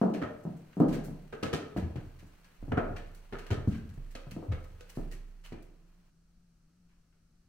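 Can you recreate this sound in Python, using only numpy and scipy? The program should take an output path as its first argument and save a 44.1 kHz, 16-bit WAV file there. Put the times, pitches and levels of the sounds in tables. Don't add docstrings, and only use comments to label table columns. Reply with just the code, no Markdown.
import sys
import numpy as np
from scipy import signal
from scipy.fft import rfft, irfft
from scipy.io import wavfile

SR = 44100
rng = np.random.default_rng(int(sys.argv[2]) if len(sys.argv) > 2 else 0)


def store_pcm(level_fs):
    pcm = np.round(np.clip(level_fs, -1, 1) * 32767).astype(np.int16)
    wavfile.write(sys.argv[1], SR, np.atleast_2d(pcm).T)


N = 330176
SPAN = 2 ** 15
AGE = np.arange(SPAN) / SR
BINS = np.fft.rfftfreq(SPAN, 1 / SR)
SLOW_S, STOP_S, STILL_S = 4.97, 5.6, 6.1

# frequency_hz, density_db
AIR_SPECTRUM = [(20,-7.5), (33,-5), (50,-12.5), (80,-15), (110,-18.5), (210,-21.5), (310,-27), (450,-34.5),
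                (720,-36), (1000,-42.5), (1290,-35.5), (2000,-43.5), (3800,-44), (5200,-41), (12000,-53),
                (16000,-58)]
# frequency_hz, coherence
COHERENCE = [(60, 1), (130, 0.97), (290, 0.88), (640, 0.039), (1400, 0.54), (3100, 0.2), (7000, 0),
             (15000, 0.02)]
# frequency_hz, t60_s
STAIRWELL_T60 = [(60, 0.98), (200, 0.61), (550, 0.74), (1500, 0.52), (4000, 0.49), (8000, 0.4),
                 (14000, 0.26)]
# frequency_hz, level_db
STAIRWELL_SPECTRUM = [(60, -1), (200, -2.5), (550, 3.5), (1500, 2.5), (4000, -1.5), (14000, -2.5)]
# frequency_hz, density_db
CLOTH_SPECTRUM = [(500, 14), (1500, 11.5), (3000, 7), (6000, -1.5), (10000, -5), (15500, -5)]
# start_s, level_db
WEIGHT_SHIFTS = [(0.85, -43.5), (1.76, -55), (1.96, -50), (2.58, -44.5), (2.8, -41), (3.3, -46),
                 (3.57, -47), (3.95, -42), (4.52, -47), (4.958, -38.5), (5.45, -50.5)]
# frequency_hz, density_db
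GRIT_SPECTRUM = [(500, -4.5), (1500, 4.5), (3000, -5), (7000, 6), (11000, -1.5), (15500, -1.5)]
# start_s, level_db, treble_tilt_db, squeak_hz, decay_s
SCUFFS = [(0.135, -45, -3, 1730, 0.016), (0.727, -66, -6.5, 1530, 0.0061), (0.794, -62.5, 13, 1560, 0.012),
          (0.879, -47, 0.5, 1480, 0.022), (0.923, -41.5, 0, 1620, 0.019), (1.035, -50, 8, 1500, 0.026),
          (1.7645, -45.5, -2, 1690, 0.02), (1.955, -54.5, -4.5, 1520, 0.011),
          (2.188, -57.5, 1, 1690, 0.011), (2.44, -60, 0, 1640, 0.01), (2.96, -48.5, -4.5, 1767, 0.012),
          (3.146, -56, 5.5, 1440, 0.0068), (3.3846, -48.5, -2, 1590, 0.0078),
          (3.4635, -51.5, -2, 1570, 0.0065), (3.67, -53, 2, 1420, 0.028), (3.704, -49, -3, 1590, 0.045),
          (3.752, -63, -4, 1560, 0.0054), (3.8906, -62.5, 2, 1650, 0.0045), (4.106, -58, 4, 3000, 0.012),
          (4.308, -48.5, 1.5, 2650, 0.009), (4.638, -63, 3, 1840, 0.0056), (4.891, -51, 4, 2940, 0.009),
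          (4.946, -52.5, 3.5, 1790, 0.033), (5.108, -48, 2.5, 1900, 0.021),
          (5.436, -49.5, -0.5, 3010, 0.026), (5.521, -57, -5.5, 2380, 0.0069),
          (5.623, -63.5, 6, 2030, 0.0056), (6.88, -79, -10.5, 1000, 0.043), (7.12, -82, -7.5, 1400, 0.012)]
# frequency_hz, bandwidth_hz, gain_db
BOARD_MODES = [(78, 3.8, -1.5), (120, 10, -7), (151.6, 2.3, -1), (186, 3.1, -3), (295, 20, -11),
               (448.8, 36, -5), (704, 5.7, -7), (1010, 7.9, 2), (1274, 48, 5.5), (1620, 70, -9.5),
               (2060, 2.9, -12), (3100, 34, -6.5)]
# start_s, level_db, brightness_db, note_hz, note_db, squeak_hz, decay_s
CRACKS = [(0.217, -39.5, -6.5, 606, 4, 1430, 0.036), (1.326, -47.5, -2.5, 433, 14, 1217, 0.018),
          (1.428, -39, 8, 447, 8, 1316, 0.029), (1.530, -38, 9.5, 419, 4, 1425, 0.026),
          (2.719, -40, -9.5, 419, 4, 1330, 0.0065), (2.773, -35.5, -12, 704, 4, 1105, 0.016),
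          (3.325, -44.5, -3, 402, 7.5, 1377, 0.031), (3.505, -41, 5.5, 407, 5.5, 1390, 0.026),
          (4.151, -49.5, 9, 534, 9.5, 1995, 0.011), (4.518, -47, 0.5, 504, 6, 1710, 0.023),
          (4.807, -62, 15, 497, 25.5, 1154, 0.0087)]
# frequency_hz, gain_db
SLIP_TONE = [(30, -3), (90, 8.5), (250, 3), (480, -1.5), (600, -0.5), (1000, -5.5), (1350, 2.5), (1900, 2),
             (2900, 2), (3500, 4.5), (4300, 0), (6000, -1), (8000, -3.5), (16000, -10.5)]
# pitch_ratio, bandwidth_hz, gain_db
NAIL_PARTIALS = [(1, 58.6, -15), (1.28, 43.9, 6), (1.63, 38.9, -2.5), (2.2, 60, 0.5)]
# start_s, level_db, boom_db, hardness_db, note_hz, decay_s
FOOTFALLS = [(0.015, -20.5, -29.5, 5, 181, 0.025), (0.452, -35, -16.5, 3.5, 160.6, 0.041),
             (0.769, -34.5, -25, 2, 151, 0.051), (0.802, -14, -29.5, -2.5, 154, 0.011),
             (1.085, -45.5, -4.5, 10, 159, 0.05), (1.764, -32.5, -7, 10, 326, 0.029),
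             (1.777, -35, 5.5, -3.5, 192, 0.016), (1.825, -36, -4.5, -21, 83, 0.042),
             (1.958, -40.5, -3.5, 8, 129, 0.04), (2.228, -51, -2.5, 0, 300, 0.018),
             (2.627, -48, 4, 9, 293, 0.027), (2.681, -40, -1, 0.5, 118, 0.03),
             (2.733, -29.5, -3.5, -1, 165, 0.0023), (2.905, -45, 4.5, -8, 101, 0.02),
             (3.510, -41, 14, 12, 77, 0.018), (3.574, -39.5, -1, 5.5, 127, 0.021),
             (3.675, -21.5, -3, -12.5, 223, 0.013), (3.977, -46, -6.5, -2, 120, 0.014),
             (4.269, -55.5, 8, 16, 145, 0.04), (4.319, -49.5, 3, -3, 167, 0.046),
             (4.365, -35.5, -12, 1.5, 337, 0.018), (4.427, -47, -11, 15, 477, 0.02),
             (4.482, -50, 18, -21, 93, 0.0056), (4.503, -46.5, 15.5, -11, 84.4, 0.011),
             (4.530, -47.5, 17, -3, 87, 0.0089), (4.973, -31.5, -8, 0, 380, 0.024),
             (5.522, -39.5, -7.5, 4, 345, 0.028)]
# frequency_hz, gain_db
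WOOD_TONE = [(30, -19), (55, 1), (85, 2.5), (170, -2), (290, 1), (450, -3.5), (550, -2.5), (680, 1.5),
             (850, -2), (1150, -4.5), (1600, -6.5), (2200, -13), (4500, -3.5), (16000, -10)]
# frequency_hz, gain_db
PORT_RIPPLE = [(2000, 0), (2800, 1), (3600, -3), (4300, 2.5), (5000, -1.5), (6100, 2.5), (7000, -0.5),
               (7800, 2.5), (9500, 1.5), (12000, 1.5)]
# frequency_hz, left_minus_right_db
PORT_BALANCE = [(60, 1.4), (250, 2.5), (500, 1), (1000, 4), (2000, -0.2), (8000, 0.4), (12000, 0.5)]


def from_db(db):
    return 10 ** (np.asarray(db) / 20)


def unit_rms(x):
    return x / np.sqrt(np.mean(x ** 2) + 1e-20)


def at_hz(points, hz):
    frequency_hz, value = np.transpose(points)
    return np.interp(np.log(np.maximum(hz, 1)), np.log(frequency_hz), value)


def add(out, start_s, sound):
    start = max(round(start_s * SR), 0)
    out[:, start:start + sound.shape[1]] += sound[:, :N - start]


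def resonate(x, hz, width_hz):
    radius = np.exp(-np.pi * width_hz / SR)
    feedback = [1, -2 * radius * np.cos(2 * np.pi * hz / SR), radius ** 2]
    return signal.lfilter(np.array([1, 0, -1]) * (1 - radius ** 2) / 2, feedback, x + 1e-18)


def wander(rate_hz):
    knots = rng.standard_normal(2000)
    return np.interp(np.arange(N) / SR * rate_hz, np.arange(len(knots)), knots)


def whiten(spectrum, share=0.83, least_hz=30):
    energy = np.cumsum(np.mean(np.abs(spectrum) ** 2, axis=0)) * BINS[1]
    low, high = np.clip(BINS + (share * BINS + least_hz) * [[-1], [1]], 0, SR / 2)
    power = (np.interp(high, BINS, energy) - np.interp(low, BINS, energy)) / (high - low)
    return spectrum / np.sqrt(np.abs(power) + 1e-20)


def pulse(colour_db):
    cepstrum = irfft(np.log(from_db(colour_db)))
    causal_fold = (1 + np.sign(SPAN / 2 - np.arange(SPAN))) * np.where(AGE > 0, 1, .5)
    return np.exp(rfft(cepstrum * causal_fold))


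def diffuse(size):
    mid, side = rfft(rng.standard_normal((2, size)))
    coherence = np.clip(at_hz(COHERENCE, np.fft.rfftfreq(size, 1 / SR)), 0, 1)
    return np.sqrt((1 + coherence) / 2) * mid + np.sqrt((1 - coherence) / 2) * side * [[1], [-1]]


def steady_noise(spectrum):
    colour = from_db(at_hz(spectrum, np.fft.rfftfreq(N, 1 / SR)))
    return unit_rms(irfft(diffuse(N) * colour, N))


def still_air(gain_db=-66.5):
    return from_db(gain_db) * steady_noise(AIR_SPECTRUM)


def hum(pitch_hz=168.4, waver_hz=7.6, swell_db=3, gain_db=-70.5):
    frequency_hz = pitch_hz + waver_hz * wander(rate_hz=42)
    tone = np.sin(2 * np.pi * np.cumsum(frequency_hz) / SR)
    return from_db(gain_db) * unit_rms(tone * from_db(swell_db * wander(rate_hz=14)))


def stairwell(build_s=0.0057):
    noise, tail = diffuse(SPAN), 0
    octave = np.log2(np.clip(BINS, 60, 15360) / 60)
    for k in range(int(octave[-1]) + 1):
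        band = irfft(noise * np.maximum(1 - np.abs(octave - k), 0))
        tail = tail + band * np.exp(-np.log(1000) * AGE / at_hz(STAIRWELL_T60, 60 * 2 ** k))
    build_up = 1 - np.exp(-AGE / build_s)
    return whiten(rfft(tail * build_up)) * from_db(at_hz(STAIRWELL_SPECTRUM, BINS))


def weight_envelope(rise_s, fall_db_per_s):
    start_s, level_db = np.transpose(WEIGHT_SHIFTS)[:, :, None]
    t = np.arange(0, N, 64) / SR
    age = np.maximum(t - start_s, 0)
    shifts = np.minimum(age / rise_s, 1) * from_db(level_db - fall_db_per_s * np.maximum(age - rise_s, 0))
    return np.interp(np.arange(N) / SR, t, np.linalg.norm(shifts, axis=0))


def clothes(walking_db=-67, settling_db=-76, brush_db=-29, flutter_db=-1.5):
    rustle_db = np.interp(np.arange(N) / SR, [SLOW_S, STOP_S, STILL_S],
                          [walking_db, settling_db, settling_db], right=-120)
    brushes = from_db(brush_db) * weight_envelope(rise_s=0.08, fall_db_per_s=60)
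    flutter = from_db(flutter_db * wander(rate_hz=250))
    return np.hypot(from_db(rustle_db), brushes) * flutter * steady_noise(CLOTH_SPECTRUM)


def joists(mode_hz=29.8, wander_rad=0.4, left_db=-1, right_db=4):
    swing = np.sin(2 * np.pi * mode_hz * np.arange(N) / SR + wander_rad * wander(rate_hz=4))
    envelope = weight_envelope(rise_s=0.045, fall_db_per_s=34)
    return envelope * unit_rms(swing) * from_db([[left_db], [right_db]])


def grit(grains_per_s=8.1, spread_db=5.5, decay_s=0.02, gain_db=-80.5):
    crushed = (rng.random(N) < grains_per_s / SR) & (np.arange(N) < STOP_S * SR)
    grains = crushed * from_db(spread_db * rng.standard_normal(N))
    envelope = signal.lfilter([1], [1, -np.exp(-1 / (decay_s * SR))], grains + 1e-18)
    return from_db(gain_db) * envelope * steady_noise(GRIT_SPECTRUM)


def contact(colour_db, decay_s, impulse_db, grain_db, echoes, bite_s=0.0013):
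    grains = from_db(grain_db * np.repeat(rng.standard_normal(SPAN // 32), 32))
    envelope = np.exp(-AGE / max(decay_s, .002)) * (1 - np.exp(-AGE / bite_s))
    clatter = whiten(rfft(irfft(diffuse(SPAN)) * grains * envelope))
    direct = whiten(clatter + from_db(impulse_db))
    fade_out = np.clip((.65 - AGE) / .15, 0, 1)
    excitation = irfft(direct + echoes) * fade_out
    arrival_delay = np.exp(-2j * np.pi * BINS / SR * np.array([[0], [3]]))
    return irfft(rfft(excitation) * pulse(colour_db) * arrival_delay)


def scuffs(spots, gain_db=-9, echo_db=-3, rise_share=0.57, squeak_db=7):
    out = np.zeros((2, N))
    for k, (start_s, level_db, tilt_db, squeak_hz, decay_s) in enumerate(SCUFFS):
        colour = [(200, 33 - tilt_db), (900, 40 - tilt_db), (1800, 45 - tilt_db), (2900, 43 - tilt_db),
                  (5000, 38.3), (11000, 29 + tilt_db), (16000, 28 + tilt_db)]
        echoes = from_db(echo_db) * spots[k % len(spots)]
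        rub = contact(level_db + at_hz(colour, BINS), decay_s, impulse_db=-15, grain_db=4.5, echoes=echoes)
        rub *= 1 - np.exp(-AGE / (rise_share * decay_s))
        add(out, start_s, rub + from_db(squeak_db) * resonate(rub, squeak_hz, width_hz=55))
    return from_db(gain_db) * out


def boards(drive):
    return drive + sum(from_db(db) * resonate(drive, hz, width_hz) for hz, width_hz, db in BOARD_MODES)


def cracks(spots, gain_db=-3.5, echo_db=-2, full_crack_db=-39):
    out = np.zeros((2, N))
    for k, (start_s, level_db, bright_db, note_hz, note_db, squeak_hz, decay_s) in enumerate(CRACKS):
        force_db = level_db - full_crack_db
        body_db = 0.66 * force_db
        knock_db = 0.35 * force_db - 0.14 * bright_db
        squeak_db = -0.14 * force_db
        colour = [(60, body_db + 44), (240, body_db + 56), (650, knock_db + 51), (1700, 37.86),
                  (4800, bright_db + 26), (9000, bright_db + 19), (15000, bright_db + 14)]
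        colour_db = level_db + at_hz(colour, BINS) + at_hz(SLIP_TONE, BINS)
        echoes = from_db(echo_db) * spots[-1 - k % len(spots)]
        slips = contact(colour_db, decay_s, impulse_db=-14, grain_db=5, echoes=echoes)
        note = from_db(note_db) * resonate(slips, note_hz, width_hz=30)
        squeak = sum(from_db(db) * resonate(slips, ratio * squeak_hz, width_hz)
                     for ratio, width_hz, db in NAIL_PARTIALS)
        add(out, start_s, slips + note + from_db(squeak_db) * squeak)
    return from_db(gain_db) * out


def footfalls(spots, gain_db=-4, echo_db=-5, pump_db_per_s=382.5):
    out = np.zeros((2, N))
    for k, (start_s, level_db, boom_db, hardness_db, note_hz, decay_s) in enumerate(FOOTFALLS):
        treble_db = 0.87 * hardness_db
        colour = [(35, boom_db + 38), (90, boom_db + 56), (210, 52.06), (600, hardness_db + 35),
                  (1400, treble_db + 20), (2300, treble_db + 11), (4000, treble_db - 1),
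                  (14000, treble_db - 14)]
        colour_db = level_db + at_hz(colour, BINS) + at_hz(WOOD_TONE, BINS)
        echoes = from_db(echo_db - 0.25 * boom_db) * spots[k % len(spots)]
        blow = contact(colour_db, decay_s, impulse_db=-2, grain_db=3, echoes=echoes)
        note_db = -4 + pump_db_per_s * decay_s
        add(out, start_s, blow + from_db(note_db) * resonate(blow, note_hz, width_hz=32))
    return from_db(gain_db) * out


def scene(spot_count=12, pan_db=0.62):
    spots = [stairwell() for _ in range(spot_count)]
    floor = boards(footfalls(spots) + cracks(spots)) * from_db([[-pan_db], [pan_db]])
    return floor + scuffs(spots) + grit() + joists() + clothes() + hum() + still_air()


def record(dry, cutoff_hz=15780):
    hz = np.fft.rfftfreq(N, 1 / SR)
    response_db = at_hz(PORT_RIPPLE, hz) + at_hz(PORT_BALANCE, hz) * [[.5], [-.5]]
    coloured = irfft(rfft(dry) * from_db(response_db), N)
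    return signal.sosfilt(signal.ellip(12, .1, 70, cutoff_hz, fs=SR, output="sos"), coloured)


dry = scene()
out = record(dry)
store_pcm(out)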